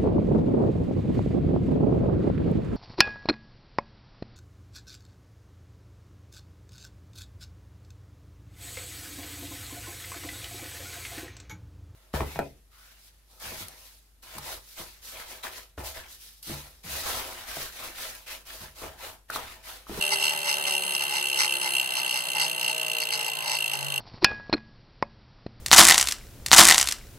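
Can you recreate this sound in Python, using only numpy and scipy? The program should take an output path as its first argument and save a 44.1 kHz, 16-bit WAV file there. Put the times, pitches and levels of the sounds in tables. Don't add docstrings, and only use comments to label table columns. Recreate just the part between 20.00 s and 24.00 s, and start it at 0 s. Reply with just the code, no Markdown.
import sys
import numpy as np
from scipy import signal
from scipy.fft import rfft, irfft, next_fast_len
from scipy.io import wavfile
from scipy.ndimage import map_coordinates

SR = 44100
rng = np.random.default_rng(int(sys.argv[2]) if len(sys.argv) > 2 else 0)


def log_audio(samples):
    frames = np.atleast_2d(samples).T
    limited = np.clip(frames, -1, 1)
    pcm = np.round(limited * 32767).astype(np.int16)
    wavfile.write(sys.argv[1], SR, pcm)


N = 176400


def freewheel(teeth):
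    # (time [s], level [dB])
    force = [(0.0, -33), (0.03, -27.5), (0.11, -37.5), (0.28, -26.5), (0.34, -39), (0.41, -36.5),
             (0.47, -36), (0.51, -29.5), (0.56, -36.5), (0.7, -36), (0.71, -29.5), (0.78, -28), (0.8, -45),
             (0.82, -30), (0.85, -36.5), (0.95, -31), (1.11, -35.5), (1.32, -30), (1.41, -38.5),
             (1.44, -30.5), (1.46, -37.5), (1.51, -28.5), (1.57, -31.5), (1.59, -45), (1.61, -30),
             (1.63, -36), (1.71, -34.5), (1.74, -28), (1.8, -27), (1.84, -33.5), (2.16, -32.5),
             (2.24, -38.5), (2.37, -29), (2.55, -37), (2.68, -28.5), (2.74, -35), (2.78, -31.5),
             (2.83, -34.5), (3.0, -29.5), (3.03, -36), (3.24, -32.5), (3.29, -31.5), (3.38, -38.5),
             (3.54, -35.5), (3.56, -31.5), (3.66, -29), (3.69, -35.5), (3.74, -29.5), (3.77, -40),
             (3.91, -36), (3.99, -27), (4.0, -37)]
    # (frequency [Hz], relative level [dB], t60 [s])
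    hub_modes = [(2050, -31, 0.057), (4240, -29, 0.044), (6310, -25.5, 0.046)]
    # (frequency [Hz], relative level [dB], t60 [s])
    zing_modes = [(9268, 0, .07), (9420, -6, .03), (9668, -2.5, .05), (10048, -5, .05)]
    # (time [s], relative level [dB])
    zing_levels = [(0.0, -43), (0.14, -35.5), (0.22, -49), (0.61, -41.5), (0.96, -36), (0.99, -46.5),
                   (1.76, -35.5), (1.79, -43.5), (2.6, -41.5), (2.62, -53), (3.25, -60), (3.36, -60),
                   (3.48, -48), (4.0, -49)]
    # (frequency [Hz], relative density [dB])
    snap_spectrum = [(500, -28), (1500, -11), (2050, -9), (2400, 3.5), (3100, 12), (3600, -1.5), (4300, 7),
                     (4900, -6.5), (5400, 4), (6000, -8.5), (7000, 3.5), (8800, -2), (9500, 5),
                     (10800, -0.5), (12000, 2.5), (13000, -6.5), (15000, -4), (16000, -18)]
    first_tooth, jitter_s, scatter_db, time_spread = .78, .00015, 1.08, .21
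    ring_hz, spread_hz, sharp_hz, settle_s = 2731, 17.5, 263, .0015
    ring_attack_s, hold_s, ring_t60 = .00081, .0033, .021
    snap_attack_s, snap_t60, rebound_s, rebound_db = .0007, .023, .0017, -4
    ring_gain_db, zing_gain_db, snap_gain_db, fade_db_per_s = 9.5, 5.5, -8.5, .03

    tooth = np.arange(int(teeth[-1]))
    late, size, pitch, hold, bounce, bright = rng.standard_normal((6, len(tooth), 1))
    times = np.interp(tooth + first_tooth, teeth, clock()) + jitter_s * late[:, 0]
    at_ticks = lambda curve: np.interp(times, *np.transpose(curve))[:, None]
    force_db = at_ticks(force) + scatter_db * size
    t = np.arange(SR // 10) / SR

    cycles = (ring_hz + spread_hz * pitch) * t + sharp_hz * settle_s * (1 - np.exp(-t / settle_s))
    since_hold = np.maximum(t - hold_s * np.exp(time_spread * hold), 0)
    envelope = (1 - np.exp(-t / ring_attack_s)) * amp(-60 * since_hold / ring_t60)
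    ring = amp(ring_gain_db + force_db) * envelope * np.sin(2 * np.pi * cycles)

    def mode(hz, db, t60):
        return amp(db - 60 * t / t60) * np.sin(2 * np.pi * (hz * t + rng.random((len(tooth), 1))))

    strike = amp(.47 * force_db + scatter_db * bright - fade_db_per_s * times[:, None])
    hub = strike * sum(mode(*row) for row in hub_modes)
    zing = amp(zing_gain_db + at_ticks(zing_levels)) * sum(mode(*row) for row in zing_modes)

    burst = lambda age: np.clip(age / snap_attack_s, 0, 1) * amp(-60 * np.abs(age) / snap_t60)
    rebound = amp(rebound_db) * burst(t - rebound_s * np.exp(time_spread * bounce))
    snap_envelope = lay(times, strike * np.hypot(burst(t), rebound))
    snaps = amp(snap_gain_db) * snap_envelope * noise(snap_spectrum)
    return lay(times, ring + hub + zing) + snaps


def scuffs():
    # (middle [s], length [s], hiss [dB], clatter [dB], ring [dB])
    rubs = [(0.131, 0.026, -24.5, -30.5, -29), (0.243, 0.076, -30.5, -39.5, -44),
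            (0.332, 0.04, -42.5, -36, -57), (0.483, 0.049, -29, -34.5, -45), (0.54, 0.036, -35, -37.5, -56),
            (0.685, 0.026, -29, -33, -47), (0.741, 0.035, -37.5, -36.5, -55), (0.95, 0.013, -35, -39, -48),
            (1.024, 0.028, -34.5, -34.5, -41), (1.117, .03, -37, -41, -53), (1.17, 0.056, -33, -34.5, -42),
            (1.41, 0.05, -24, -37, -32), (1.457, 0.034, -37, -37, -49), (1.633, 0.027, -37, -40, -41),
            (1.669, 0.033, -33.5, -31, -41), (1.981, 0.043, -33.5, -34.5, -37),
            (2.064, .03, -41, -41.5, -48), (2.158, 0.085, -35, -40.5, -37), (2.37, 0.034, -45, -32.5, -44),
            (2.424, 0.058, -29, -29.5, -29), (2.632, 0.048, -39, -40.5, -42), (2.701, 0.03, -36, -37, -39),
            (3.021, 0.029, -33.5, -41, -33), (3.138, 0.028, -32, -49, -31.5),
            (3.195, 0.06, -39.5, -37.5, -49), (3.258, 0.032, -40.5, -37.5, -50),
            (3.286, 0.014, -39, -34, -36), (3.478, 0.061, -36.5, -34.5, -34.5),
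            (3.539, 0.053, -31, -35.5, -33.5), (3.745, 0.041, -37.5, -36, -41),
            (3.832, 0.034, -42, -39.5, -55)]
    # (frequency [Hz], relative density [dB])
    hiss_spectrum = [(500, -19.5), (1100, -1.5), (1400, 0), (1650, -4), (1800, -20), (2050, 15.5),
                     (2400, -11), (2800, 4.5), (3600, -0.5), (4000, 4.5), (4450, 4.5), (4950, 0),
                     (5350, 8.5), (6200, 1), (7000, -3.5), (8300, 1), (10000, -4), (12000, -8.5),
                     (13000, -18), (16000, -27)]
    clatter_spectrum = [(100, -24), (280, -18), (420, -20), (600, -3), (720, -12.5), (850, 12.5),
                        (980, -0.5), (1150, -14), (1600, -2.5), (2100, 2.5), (3000, -67)]
    ring_hz, ring_width_hz, grain_db = 4510, 240, 5.5
    hiss_gain_db, clatter_gain_db, ring_gain_db = 2, -2, -1.5

    surge = lambda middle, length: np.exp(-2 * ((clock() - middle) / length) ** 2)
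    hiss_level, clatter_level, ring_level = sum(
        amp(levels)[:, None] * surge(middle, length) for middle, length, *levels in rubs)
    grain = unit(amp(grain_db * wobble(893.6)))
    resonance = lambda hz: hz / (ring_hz ** 2 - hz ** 2 + 1j * hz * ring_width_hz)
    metal = unit(filtered(grain * rng.standard_normal(N), resonance))
    hiss = amp(hiss_gain_db) * hiss_level * grain * noise(hiss_spectrum)
    clatter = amp(clatter_gain_db) * clatter_level * noise(clatter_spectrum)
    return hiss + clatter + amp(ring_gain_db) * ring_level * metal


def tyre(teeth):
    hum_orders = [2, 4, 5, 6, 8]
    upper_orders = [7, 9, 10, 11, 12, 13, 14, 16]
    # (time [s], then each tone's relative level [dB])
    hum_levels = [(0, -64, -51, -62, -45, -56), (0.13, -62, -45, -67, -51, -53),
                  (0.35, -65, -55, -62, -50, -69), (0.6, -61, -52, -61, -48, -55),
                  (0.8, -55, -50, -59, -49, -53), (1.05, -63, -55, -61, -62, -69),
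                  (1.3, -68, -51, -56, -53, -66), (1.6, -62, -50, -66, -56, -60),
                  (1.85, -66, -61, -68, -67, -56), (2.1, -67, -64, -69, -67, -65),
                  (2.4, -56, -58, -66, -60, -58), (2.65, -57, -63, -62, -52, -51),
                  (2.9, -59, -65, -60, -55, -48), (3.25, -63, -71, -64, -52, -64),
                  (3.45, -60, -68, -67, -65, -60), (3.68, -57, -75, -63, -64, -56),
                  (3.85, -47, -69, -63, -59, -61), (4, -47, -83, -66, -59, -58)]
    hum_gains = [5.5, 1, -0.5, 0.5, 1.5]
    # (frequency [Hz], relative density [dB])
    roll_spectrum = [(25, -35), (55, -33), (80, -9), (110, -8.5), (142, 2.5), (185, 1.5), (240, -4.5),
                     (300, -7.5), (390, 0.5), (500, -5.5), (620, 6), (720, -0.5), (860, 8.5), (1100, -2),
                     (1400, 0.5), (1650, 11.5), (1800, 1.5), (2030, 11.5), (2400, -13), (2800, 5.5),
                     (3600, 3.5), (4300, -3.5), (4900, -12), (5400, -25.5), (7000, -9.5), (9500, -11.5),
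                     (12000, -5.5), (13000, -13), (16000, -15)]
    cycles_per_tooth, hum_waver_db, upper_db, upper_waver_db = 4 / 3, 2, -62.5, 5
    roll_db, roll_fade_db_per_s, roll_waver_db = -36, 1, 1.38

    def tone(order):
        cycles = order * cycles_per_tooth * teeth + rng.random()
        return np.sqrt(2) * np.sin(2 * np.pi * cycles + .19 * wobble(25))

    hum = sum(amp(db + gain_db + hum_waver_db * wobble(14)) * tone(order)
              for order, db, gain_db in zip(hum_orders, curves(hum_levels), hum_gains))
    upper = sum(amp(upper_db + upper_waver_db * wobble(4.06)) * tone(order) for order in upper_orders)
    roll_level = amp(roll_db - roll_fade_db_per_s * clock() + roll_waver_db * wobble(25.14))
    return hum + upper + roll_level * noise(roll_spectrum)


def room(x, level_db=-15, t60=.093):
    t = np.arange(SR // 3) / SR
    tail = rng.standard_normal((2, len(t))) * amp(-60 * t / t60)
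    return amp(level_db) * signal.fftconvolve(x, tail / np.linalg.norm(tail[0]), axes=1)[:, :N]


def noise(spectrum):
    # (frequency [Hz], coherence [0-1])
    coherence = [(30, .3), (130, 0.19), (200, 0.85), (280, 1), (400, 0.74), (900, 1), (1500, 0.92),
                 (2800, 1), (4500, 1), (9000, 0.8), (15000, 0.7)]

    def colour(hz):
        width = np.arccos(np.clip(along(coherence, hz), -1, 1)) / 2
        return amp(along(spectrum, hz)) * [np.cos(width), np.sin(width)]

    mid, side = filtered(rng.standard_normal((2, N)), colour)
    return unit(np.array([mid + side, mid - side]))


def amp(db):
    return 10 ** (np.asarray(db) / 20)


def unit(x):
    return x / np.sqrt(np.mean(x ** 2) + 1e-20)


def along(points, hz):
    knots_hz, values = np.transpose(points)
    return np.interp(np.log(hz + 1), np.log(knots_hz + 1), values)


def clock():
    return np.arange(N) / SR


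def curves(rows):
    times, *columns = np.transpose(rows)
    return [np.interp(clock(), times, column) for column in columns]


def wobble(rate):
    return map_coordinates(rng.standard_normal(int(N * rate / SR) + 4), [clock() * rate])


def filtered(x, response):
    size = next_fast_len(N + SR // 2)
    return irfft(rfft(x, size) * response(np.fft.rfftfreq(size, 1 / SR)), size)[..., :N]


def lay(times, shapes):
    at = np.round(np.abs(times) * SR).astype(int)[:, None] + np.arange(shapes.shape[1])
    return np.bincount(at.ravel(), shapes.ravel(), N)[:N]


def scene():
    # (time [s], pawl ticks [1/s])
    speed = [(0, 75.153), (1, 69.395), (2, 63.731), (3, 58.031), (4, 52.403)]
    teeth = np.cumsum(curves(speed)[0]) / SR
    drive = freewheel(teeth) + scuffs()
    return drive + room(drive) + tyre(teeth)


def record(dry):
    # (frequency [Hz], phase [rad])
    left_phase = [(40, 2.7), (120, 2.34), (160, 2.63), (240, 3), (320, 2.2), (500, 1.86), (700, 2.56),
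                  (1000, 3.07), (1300, 3.39), (1800, 3.01), (2700, 3.215), (16000, 3.07)]
    left_lag_s, top_hz = .000562, 15790

    def ports(hz):
        half_lag = np.pi * hz * left_lag_s
        phases = np.array([along(left_phase, hz) - half_lag, half_lag])
        return np.exp(1j * phases) * (hz < top_hz)

    return filtered(dry, ports)


dry = scene()
out = record(dry)
log_audio(out)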